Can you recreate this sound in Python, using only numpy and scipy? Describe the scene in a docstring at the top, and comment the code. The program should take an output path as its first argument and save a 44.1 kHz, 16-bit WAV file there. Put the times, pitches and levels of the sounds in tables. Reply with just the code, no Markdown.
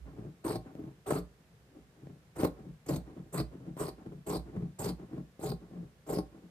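"""In a small room, dressmaker's scissors make ten cuts along a piece of cotton lying on a table.
In each cut threads snap between the blades (crackling noise through spectra and gliding resonances),
whose ring drops as the crossing point runs from pivot to tip; the lower blade makes the table drum along.
Between cuts the scissors reopen and slide forward as swells of friction noise; knocks and legs are pulses.
A thin pivot squeak, a short room tail and faint steady air complete the scene."""
import sys
import numpy as np
from scipy import signal
from scipy.fft import rfft, irfft
from scipy.io import wavfile
from scipy.ndimage import uniform_filter1d

SR = 44100
rng = np.random.default_rng(int(sys.argv[2]) if len(sys.argv) > 2 else 0)


def wav_out(sig):
    """Save sig, one row per channel (or a flat mono array), as 16-bit PCM at SR to the path in sys.argv[1]."""
    wavfile.write(sys.argv[1], SR, np.round(np.clip(np.atleast_2d(sig).T, -1, 1) * 32767).astype(np.int16))


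N = 286650
TAPS = 16384  # length of every body response, in samples
FILTER_HZ = np.fft.rfftfreq(TAPS, 1 / SR)

# Level columns in the event tables are relative: each layer adds its own trim.
# One row a cut: touch_s, wait_s until full grip, stroke_s, shear_db, drum_db, scrape_db, weight_db,
# light_db (touch against full grip), change_db over the stroke, bite_db and snap_db in the table, rock_db,
# pivot_hz, pivot_db and tip_hz, tip_db (blade ring against the shearing), spot_hz (table's ring at this spot)
STROKES = [(.441, 0.0055, 0.12, -52.5, -34, -42.5, -38.5, -3, -5.5, -29, -26.5, -47, 8600, 0.5, 4560, -2.5, 895),
           (1.061, 0.0411, .095, -49.5, -35, -38, -38.5, -4.5, -5.5, -23, -32, -38.5, 8370, -4, 4400, -10.5, 1150),
           (2.354, 0.024, 0.08, -49.5, -31.5, -37, -36, -2, 14, -38, -21, -35, 8700, -5, 4170, -10, 520),
           (2.860, 0.027, 0.081, -49.5, -36, -41.5, -34, -8, -4, -34.5, -32.5, -31, 7660, -9.5, 4300, -9, 524),
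           (3.322, .012, 0.074, -51, -37.5, -39.5, -35.5, -9, 10, -31, -29, -31.5, 8140, 6, 4550, -4, 1065),
           (3.767, 0.03, 0.096, -50.5, -38, -40.5, -42, -8, -3, -31.5, -29, -44, 8170, -0.5, 4580, -4, 970),
           (4.262, 0.0053, 0.11, -51, -35.5, -44.5, -40.5, -6, 1, -47, -56, -33, 8000, 1, 4480, -4.5, 890),
           (4.786, 0.0046, 0.11, -49, -36, -42, -34.5, 2.5, 9, -56, -33, -35, 7920, 0.5, 4570, -5, 820),
           (5.395, 0.033, 0.099, -52, -38, -47.5, -36.5, -13.5, -12, -29, -24, -40, 8100, -12, 4500, -2, 626),
           (6.064, 0.032, 0.099, -52.5, -34.5, -44.5, -39, -5, -2.5, -29.5, -23, -38, 7780, -3.5, 4900, -2, 594)]
# The table top's resonances: pitch_hz, width_hz, height_db
TABLE_PEAKS = [(282.3, 73, 6.2), (318.5, 12.6, 2.4), (402.2, 17, 6.7), (533, 22, 1.8), (622, 110, 3.5),
               (770.5, 27, 8.2), (1073, 19, 10.2), (1370, 25, 3), (1310, 12, 1)]
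# Spectrum of the table scraped by the lower blade: pitch_hz, density_db (per Hz)
SCRAPED_TABLE = [(250, -18), (500, -2), (750, 0), (1100, -3), (1500, -8), (2200, -15), (4000, -29),
                 (9000, -35), (15000, -42)]


def cutting(shear_db, drum_db, scrape_db, weight_db):
    """The same uneven force rings the blades and drums, scrapes and booms the table under them."""
    # spectrum of the drummed table: pitch_hz, density_db (per Hz)
    drummed_table = [(60, -12), (150, -22.5), (240, -6), (320, 0), (430, 1), (520, -7.5), (700, -11.5),
                     (1100, -20.5), (4000, -69)]
    bite_s, snap_s, snap_lead_s = 0.023, 0.012, 0.012  # the snap starts just before the tips meet
    bite_in_steel_db, snap_in_steel_db = -4, 3.5  # against the shearing
    steel_lag_s = 0.0018  # the first touch reaches the table before the blades
    touch_rise_db = 9  # the touch firms up on the way to the full grip
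    release_s = 0.023  # the squeeze dies away as the tips meet

    t, cuts = np.arange(N) / SR, np.transpose(STROKES)
    # each sample reads its own cut's row, switching 0.1 s ahead of the touch
    current = np.searchsorted(cuts[0, 1:] - .1, t)
    touch, wait, stroke, shear, drum, scrape, weight, light, change, bite, snap, _, *rings, spot_hz = cuts[:, current]
    grip = touch + wait
    closed = grip + stroke
    travel = (t - grip) / stroke
    done = np.clip(travel, 0, 1)

    # a light first touch, then the full squeeze, strongest in mid-stroke before the cut's own tilt
    firm = step((t - grip) / .003)
    creep = amp(light + touch_rise_db * (np.clip((t - touch) / wait, 0, 1) - .5))
    gripped = creep * step((t - touch) / .003) * (1 - firm) + firm
    arch = .72 + .35 * np.sin(np.pi * done)
    squeeze = gripped * step((closed - t) / release_s) * arch * amp(change * (done - .5))
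    # the hand's weight builds through the stroke and leaves the table after it
    lean = gripped * (1.65 + .5 * done) * np.exp(-np.maximum(t - closed, 0) / 0.01)

    # the blades bite into the cloth, and snap through the last threads
    biting = surge(t - grip, bite_s)
    snapping = surge(t - closed + snap_lead_s, snap_s)
    blade_bite = np.hypot(amp(bite_in_steel_db) * biting, amp(snap_in_steel_db) * snapping)
    table_bite = np.hypot(amp(bite) * biting, amp(snap) * snapping)
    threads = weave(threads_per_s=410, uneven=.35, depth=0.22) * lumps(depth_db=2.5, size=400)

    blade_start = step((t - touch) / steel_lag_s - 1)
    blade_force = amp(shear + shear_db) * blade_start * np.hypot(squeeze, blade_bite) * threads
    steel = ringing_on(blades(blade_force, travel, *rings))

    tugs = crackle(per_s=1200, spread_db=3.0, smooth=0.22) * threads
    drum_force = amp(drum_db) * np.hypot(amp(drum) * (squeeze + 0.031 * lean), table_bite)
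    wood = through(tugs * drum_force, body(drummed_table, TABLE_PEAKS))

    rasp = crackle(per_s=1200, spread_db=-3.5, smooth=1.0) * threads
    rasp = rasp * amp(scrape_db) * np.hypot(amp(scrape) * squeeze, 0.077 * table_bite)
    grind = amp(-1.5) * through(rasp, body(SCRAPED_TABLE, TABLE_PEAKS))
    spot = amp(-4.5) * resonate(rasp, spot_hz, width=280)  # the table's ring under the blade
    return steel + wood + grind + spot + table_boom(tugs * amp(weight + weight_db) * lean)


def blades(force, travel, pivot_hz, pivot_db, tip_hz, tip_db):
    """Snapping threads hiss and ring the steel in spurts: high near the pivot, lower towards the tips."""
    # spectrum of the shearing hiss: pitch_hz, density_db (per Hz)
    shearing = [(600, 17.5), (1500, -29), (2200, 2.5), (3200, 0), (4500, 2), (5900, 0.5), (7500, 1.5),
                (10500, 2.5), (13000, 1.5), (14700, -2)]
    near_pivot = step((.42 - travel) / .25)
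    near_tip = step((travel - .58) / .35)
    snaps = force * crackle(per_s=8000, spread_db=-4, smooth=0.5)
    # the hiss yields a little where the ring takes over
    hiss_force = snaps * (1 - .3 * near_pivot) * (1 - .35 * near_tip)
    hiss = shifting(through(hiss_force, body(shearing)), patchy_db=4)
    heel = snaps * near_pivot * amp(pivot_db - 3.5) * lumps(depth_db=4, size=350)
    tips = snaps * near_tip * amp(tip_db - 1.5) * lumps(depth_db=4, size=350)
    # each end rings at its pitch and at a fainter overtone
    heel_ring = resonate(heel, pivot_hz, width=1500) + amp(-10) * resonate(heel, 1.5 * pivot_hz, width=1400)
    tip_ring = resonate(tips, tip_hz, width=1300) + amp(-10) * resonate(tips, 1.9 * tip_hz, width=1400)
    return hiss + heel_ring + tip_ring


def ringing_on(steel):
    """The blades' own modes ring on briefly after the threads."""
    # the steel's modes: pitch_hz, width_hz, level_db
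    steel_modes = [(4050, 17, 6), (4450, 36, 0), (4900, 89, -2), (7700, 37, 1.5), (7800, 80, -11),
                   (8500, 54, -7.5), (9100, 67, -8), (13600, 40, 16), (14434, 40, 14)]
    return steel + amp(-12.5) * through(steel, ring(steel_modes))


def weave(threads_per_s, uneven, depth):
    """The force pulses at a wandering rate as the edge meets one thread after another."""
    wander = evened(uniform_filter1d(rng.standard_normal(N), size=300))
    speed = threads_per_s * np.exp(uneven * wander)
    return evened(np.exp(depth * np.cos(2 * np.pi * np.cumsum(speed) / SR)))


def shifting(x, patchy_db):
    """The hiss has an uneven, shifting grain: random level patches over time and pitch."""
    z = signal.stft(x, nperseg=256)[2]
    patches = uniform_filter1d(rng.standard_normal(z.shape), size=5, axis=0)
    patches = evened(uniform_filter1d(patches, size=5, axis=1))
    return signal.istft(z * amp(patchy_db * patches), nperseg=256)[1][:N]


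def surge(t, length_s):
    """A quick rise of force at t = 0 that lasts for a few threads."""
    t = np.maximum(t, 0)
    return (1 - np.exp(-t / .002)) * np.exp(-(t / length_s) ** 2)


def table_boom(drive):
    """The hand's weight stirs the low modes, which change in level as the scissors move up the table."""
    # the table's low modes: pitch_hz, width_hz, halfway_db, change_db_per_s
    low_modes = [(58.3, 12, -16, -1), (120.9, 15.5, -14, -3.5), (142.1, 19.8, -1, -1.2),
                 (168.6, 17.7, -1.5, 1.15), (228, 28.4, -11, 1.5)]
    from_halfway_s = (np.arange(N) - N / 2) / SR
    boom = np.zeros(N)
    for hz, width, db, change in low_modes:
        boom += through(drive * amp(db + change * from_halfway_s), ring([(hz, width, 0)]))
    return boom / np.linalg.norm([amp(db) for _, _, db, _ in low_modes])


def rocking(level_db):
    """The settling hand and the end of each stroke rock the table on its legs."""
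    settle = (0, -35.5)  # start_s, level_db: the hand settles before the first cut
    rock_lead_s = 0.011  # the table starts to rock this long before the blades close
    touch, wait, stroke, rock_db = np.transpose(STROKES)[[0, 1, 2, 11]]
    return blows([settle, *zip(touch + wait + stroke - rock_lead_s, rock_db)], legs(), level_db)


def legs():
    """The table's leg mode swells and dies after a push."""
    mode_hz, swell_s = 60.1, 0.029
    t = np.arange(TAPS) / SR
    return t / swell_s * np.exp(1 - t / swell_s) * np.sin(2 * np.pi * mode_hz * t)


def sliding(rub_db, scrape_db, weight_db):
    """A short scrape as the pivot turns, then a swell as the lower blade rubs over the table."""
    # reopenings and slides: opens_s, pivot_db, middle_s, half_length_s, rubbing_db, weight_db
    advances = [(0.072, -51.5, .205, 0.067, -44, -55), (0.67, -49.5, .82, 0.057, -44, -54.5),
                (1.382, -77, 1.78, 0.053, -56, -77), (1.957, -64, 2.07, 0.056, -53, -57),
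                (2.577, -54.5, 2.67, 0.033, -51, -54), (3.074, -52.5, 3.18, 0.045, -44.5, -52.5),
                (3.526, -54, 3.655, 0.052, -47, -53), (3.995, -52.5, 4.09, 0.045, -47, -54),
                (4.468, -53.5, 4.59, 0.06, -42.5, -47.5), (5.002, -52.5, 5.145, 0.052, -42, -50),
                (5.62, -57, 5.76, 0.067, -47, -52.5), (6.336, -55.5, 6.46, 0.095, -56, -64)]
    # spectrum of the rubbed table: pitch_hz, density_db (per Hz)
    rubbed_table = [(60, -22), (140, -12), (220, -1), (320, 0), (430, -6), (600, -16), (1100, -29),
                    (4000, -48), (15000, -58)]
    open_rise_s, open_fall_s = 0.012, 0.038  # the pivot's scrape swells and fades
    open_rub_db, open_weight_db = 5.5, -4.5  # table drive against pivot drive, before the layer trims
    slide_scrape_db = -13.5  # blade scrape against rubbing drive, before the layer trims
    weight_lag_s = 0.011  # the weight follows the slide

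    t, power = np.arange(N) / SR, np.zeros((3, N))  # power of rubbing, scraping and weight
    for opens, pivot, middle, half, rubbing, pressing in advances:
        near = (t > opens - 10 * open_rise_s) & (t < middle + 5 * half)
        turn = amp(pivot) * swell(t[near] - opens, open_rise_s, open_fall_s)
        slide = amp(rubbing) * swell(t[near] - middle, half, half)
        press = amp(pressing) * swell(t[near] - middle - weight_lag_s, half, half)
        power[:, near] += np.square([amp(open_rub_db) * turn, turn, amp(open_weight_db) * turn])
        power[:, near] += np.square([slide, amp(slide_scrape_db) * slide, press])
    rub_force, scrape_force, weight_force = np.sqrt(power)

    slips = crackle(per_s=310, spread_db=0.5, smooth=0.86) * lumps(depth_db=4.5, size=900)
    grains = crackle(per_s=1400, spread_db=-1, smooth=0.96)
    rubs = amp(rub_db) * through(slips * rub_force, body(rubbed_table, TABLE_PEAKS))
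    scrapes = amp(scrape_db) * through(grains * scrape_force, body(SCRAPED_TABLE, TABLE_PEAKS))
    return rubs + scrapes + amp(weight_db) * table_boom(slips * weight_force)


def swell(t, rise_s, fall_s):
    """A smooth hump with its top at t = 0."""
    return np.exp(-(t / np.where(t < 0, rise_s, fall_s)) ** 2 / 2)


def knocking(level_db):
    """The scissors knock on the table: single pushes into its resonant body."""
    # the knocks: start_s, level_db
    knocks = [(.511, -26), (.753, -30), (1.123, -14.5), (2.071, -33), (2.21, -63), (2.434, -10.5),
              (2.957, -35), (3.768, -29), (4.871, -25.5), (5.394, -31), (6.173, -20.5)]
    # spectrum of the knocked table: pitch_hz, density_db (per Hz)
    knocked_table = [(50, -13), (140, 10.5), (330, 1.5), (550, 1), (1100, -26), (2000, -29), (4500, -36),
                     (7000, -40), (15000, -46)]
    return blows(knocks, body(knocked_table, TABLE_PEAKS), level_db)


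def squeak(width):
    """A thin, fuzzy whistle from the dry pivot: lumpy noise in a gliding resonance."""
    # breakpoints of the squeak: time_s, pitch_hz, level_db
    whistle = [(.67, 12200, -85), (.75, 13200, -85), (.82, 12700, -84), (.88, 12200, -91)]
    t, (s, hz, db) = np.arange(N) / SR, np.transpose(whistle)
    level = np.interp(t, s, amp(db), left=0, right=0)
    friction = rng.standard_normal(N) * lumps(depth_db=-6, size=600)
    return resonate(friction * level, np.interp(t, s, hz), width)


def phase_scattered(x, scatter):
    """A side signal for stereo width: the same sound with randomly scattered phases, so left and right differ."""
    z = signal.stft(x, nperseg=256)[2]
    turned = 1j * z * np.exp(1j * scatter * rng.standard_normal(z.shape))
    return np.std(x) * evened(signal.istft(turned, nperseg=256)[1][:N])


def room(x):
    """A diffuse noise tail whose treble dies first."""
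    # decay of the room: pitch_hz, t60_s
    decay = [(100, .28), (500, .28), (4000, .22), (14000, .18)]
    hz, t, z = signal.stft(rng.standard_normal(SR // 2), SR, nperseg=256)
    fade = amp(-60 * t / read(decay, hz)[:, None]) * (t > .006)
    tail = signal.istft(z * fade, SR, nperseg=256)[1]
    return through(x, tail / np.linalg.norm(tail))


def room_tone():
    """Faint steady air and microphone hiss: noise through one fixed spectrum."""
    # spectrum of the quiet: pitch_hz, density_db (per Hz)
    quiet_air = [(15, -68), (25, -22.5), (63, -0.5), (92, -2.5), (161, 1.5), (297, -13.5), (443, -10),
                 (796, -19.5), (1290, -22.5), (1680, -21.5), (1820, -23), (2370, -26), (14500, -38)]
    return amp(-63) * through(rng.standard_normal(N), body(quiet_air))


def microphones(mid, side):
    """Two ports: alike in the bass, apart in the treble, each with its own colour."""
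    # gain of the side signal: pitch_hz, gain_db
    side_gain = [(60, -12), (130, -23), (280, -18), (550, -8), (1000, -2), (2000, 0), (15000, 0)]
    # left minus right: pitch_hz, difference_db
    left_lean = [(30, -1), (60, -8), (130, 2), (600, 0.5), (1200, -1.5), (2500, -2), (5000, -0.5),
                 (8500, -6), (13000, 2.5)]
    hz = np.fft.rfftfreq(N, 1 / SR)
    mid, side = rfft(mid), rfft(side) * amp(read(side_gain, hz))
    lean = amp(read(left_lean, hz) / 2)
    return irfft(np.array([(mid + side) * lean, (mid - side) / lean]), N)


def amp(db):
    """Decibels to gain."""
    return 10 ** (np.asarray(db) / 20)


def evened(x):
    """Scales to unit rms."""
    return x / np.sqrt(np.mean(x ** 2) + 1e-20)


def step(x):
    """A soft switch from 0 to 1."""
    return .5 + .5 * np.tanh(x)


def read(points, hz):
    """Reads a curve on a log-frequency axis."""
    f, value = np.transpose(points)
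    return np.interp(np.log(hz + 1), np.log(f + 1), value)


def crackle(per_s, spread_db, smooth):
    """Clicks of uneven size over smooth friction noise."""
    size = (rng.random(N) < per_s / SR) * amp(spread_db * np.minimum(rng.exponential(1, N), 3))
    clicks = evened(size * rng.choice([-1., 1.], N))
    return evened(clicks + smooth * rng.standard_normal(N))


def lumps(depth_db, size):
    """A force that catches and lets go at random."""
    return evened(amp(depth_db * evened(uniform_filter1d(rng.standard_normal(N), size=size))))


def body(spectrum, modes=()):
    """Causal response of unit energy: a broad spectrum with resonant peaks on it."""
    db = read(spectrum, FILTER_HZ)
    db = db + sum(h / (1 + (2 * (FILTER_HZ - f) / w) ** 2) for f, w, h in modes)
    # folding the cepstrum forward gives minimum phase
    cepstrum = irfft(np.log(amp(db)))
    cepstrum[1:TAPS // 2] *= 2
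    cepstrum[TAPS // 2 + 1:] = 0
    response = irfft(np.exp(rfft(cepstrum)))
    return response / np.linalg.norm(response)


def ring(modes):
    """Response of unit energy made of damped modes that swell briefly and die."""
    t, response = np.arange(TAPS) / SR, np.zeros(TAPS)
    for f, w, db in modes:
        # the swell narrows a mode, so 1.5 times the damping about restores its width
        response += amp(db) * evened(t * np.exp(-np.pi * 1.5 * w * t) * np.sin(2 * np.pi * f * t))
    return response / np.linalg.norm(response)


def resonate(x, hz, width):
    """A steep resonance that follows the curve hz and keeps the power of white noise."""
    turn, r = np.exp(2j * np.pi * np.cumsum(hz) / SR), np.exp(-np.pi * width / SR)
    # shift the pitch down to zero, smooth with two equal poles, shift back up
    slow = signal.lfilter([(1 - r) ** 2], [1, -2 * r, r * r], x / turn + 1e-18)
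    return 2 * (turn * slow).real / np.sqrt(np.pi * width / (2 * SR))


def through(drive, response):
    """Plays a drive through a response."""
    return signal.oaconvolve(drive, response)[:N]


def blows(rows, response, level_db):
    """Single pushes into a response."""
    pushes = np.zeros(N)
    for s, db in rows:
        pushes[max(round(s * SR), 0)] = -amp(db + level_db)
    return through(pushes, response)


def scene():
    """Cuts, slides and knocks on one table in a small room."""
    work = cutting(shear_db=2.5, drum_db=-2.5, scrape_db=-6.0, weight_db=-5.9)
    work = work + sliding(rub_db=-2.0, scrape_db=-11.0, weight_db=8.0)
    work = work + knocking(level_db=13.0) + rocking(level_db=-9.0) + squeak(width=260)
    wet = amp(-13)
    # mid and side get separate tails and separate air
    mid = work + wet * room(work) + room_tone()
    side = phase_scattered(work, scatter=1.24) + wet * room(work) + room_tone()
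    return microphones(mid, side)


def record(dry):
    """The microphone's bass cut, then the recorder's band limit."""
    edge_hz = 14800
    thinned = signal.sosfilt(signal.butter(3, 42, "highpass", fs=SR, output="sos"), dry)
    band_limit = signal.firwin(511, edge_hz, window=("kaiser", 9), fs=SR)
    return signal.oaconvolve(thinned, band_limit[None], "same")


dry = scene()
out = record(dry)
wav_out(out)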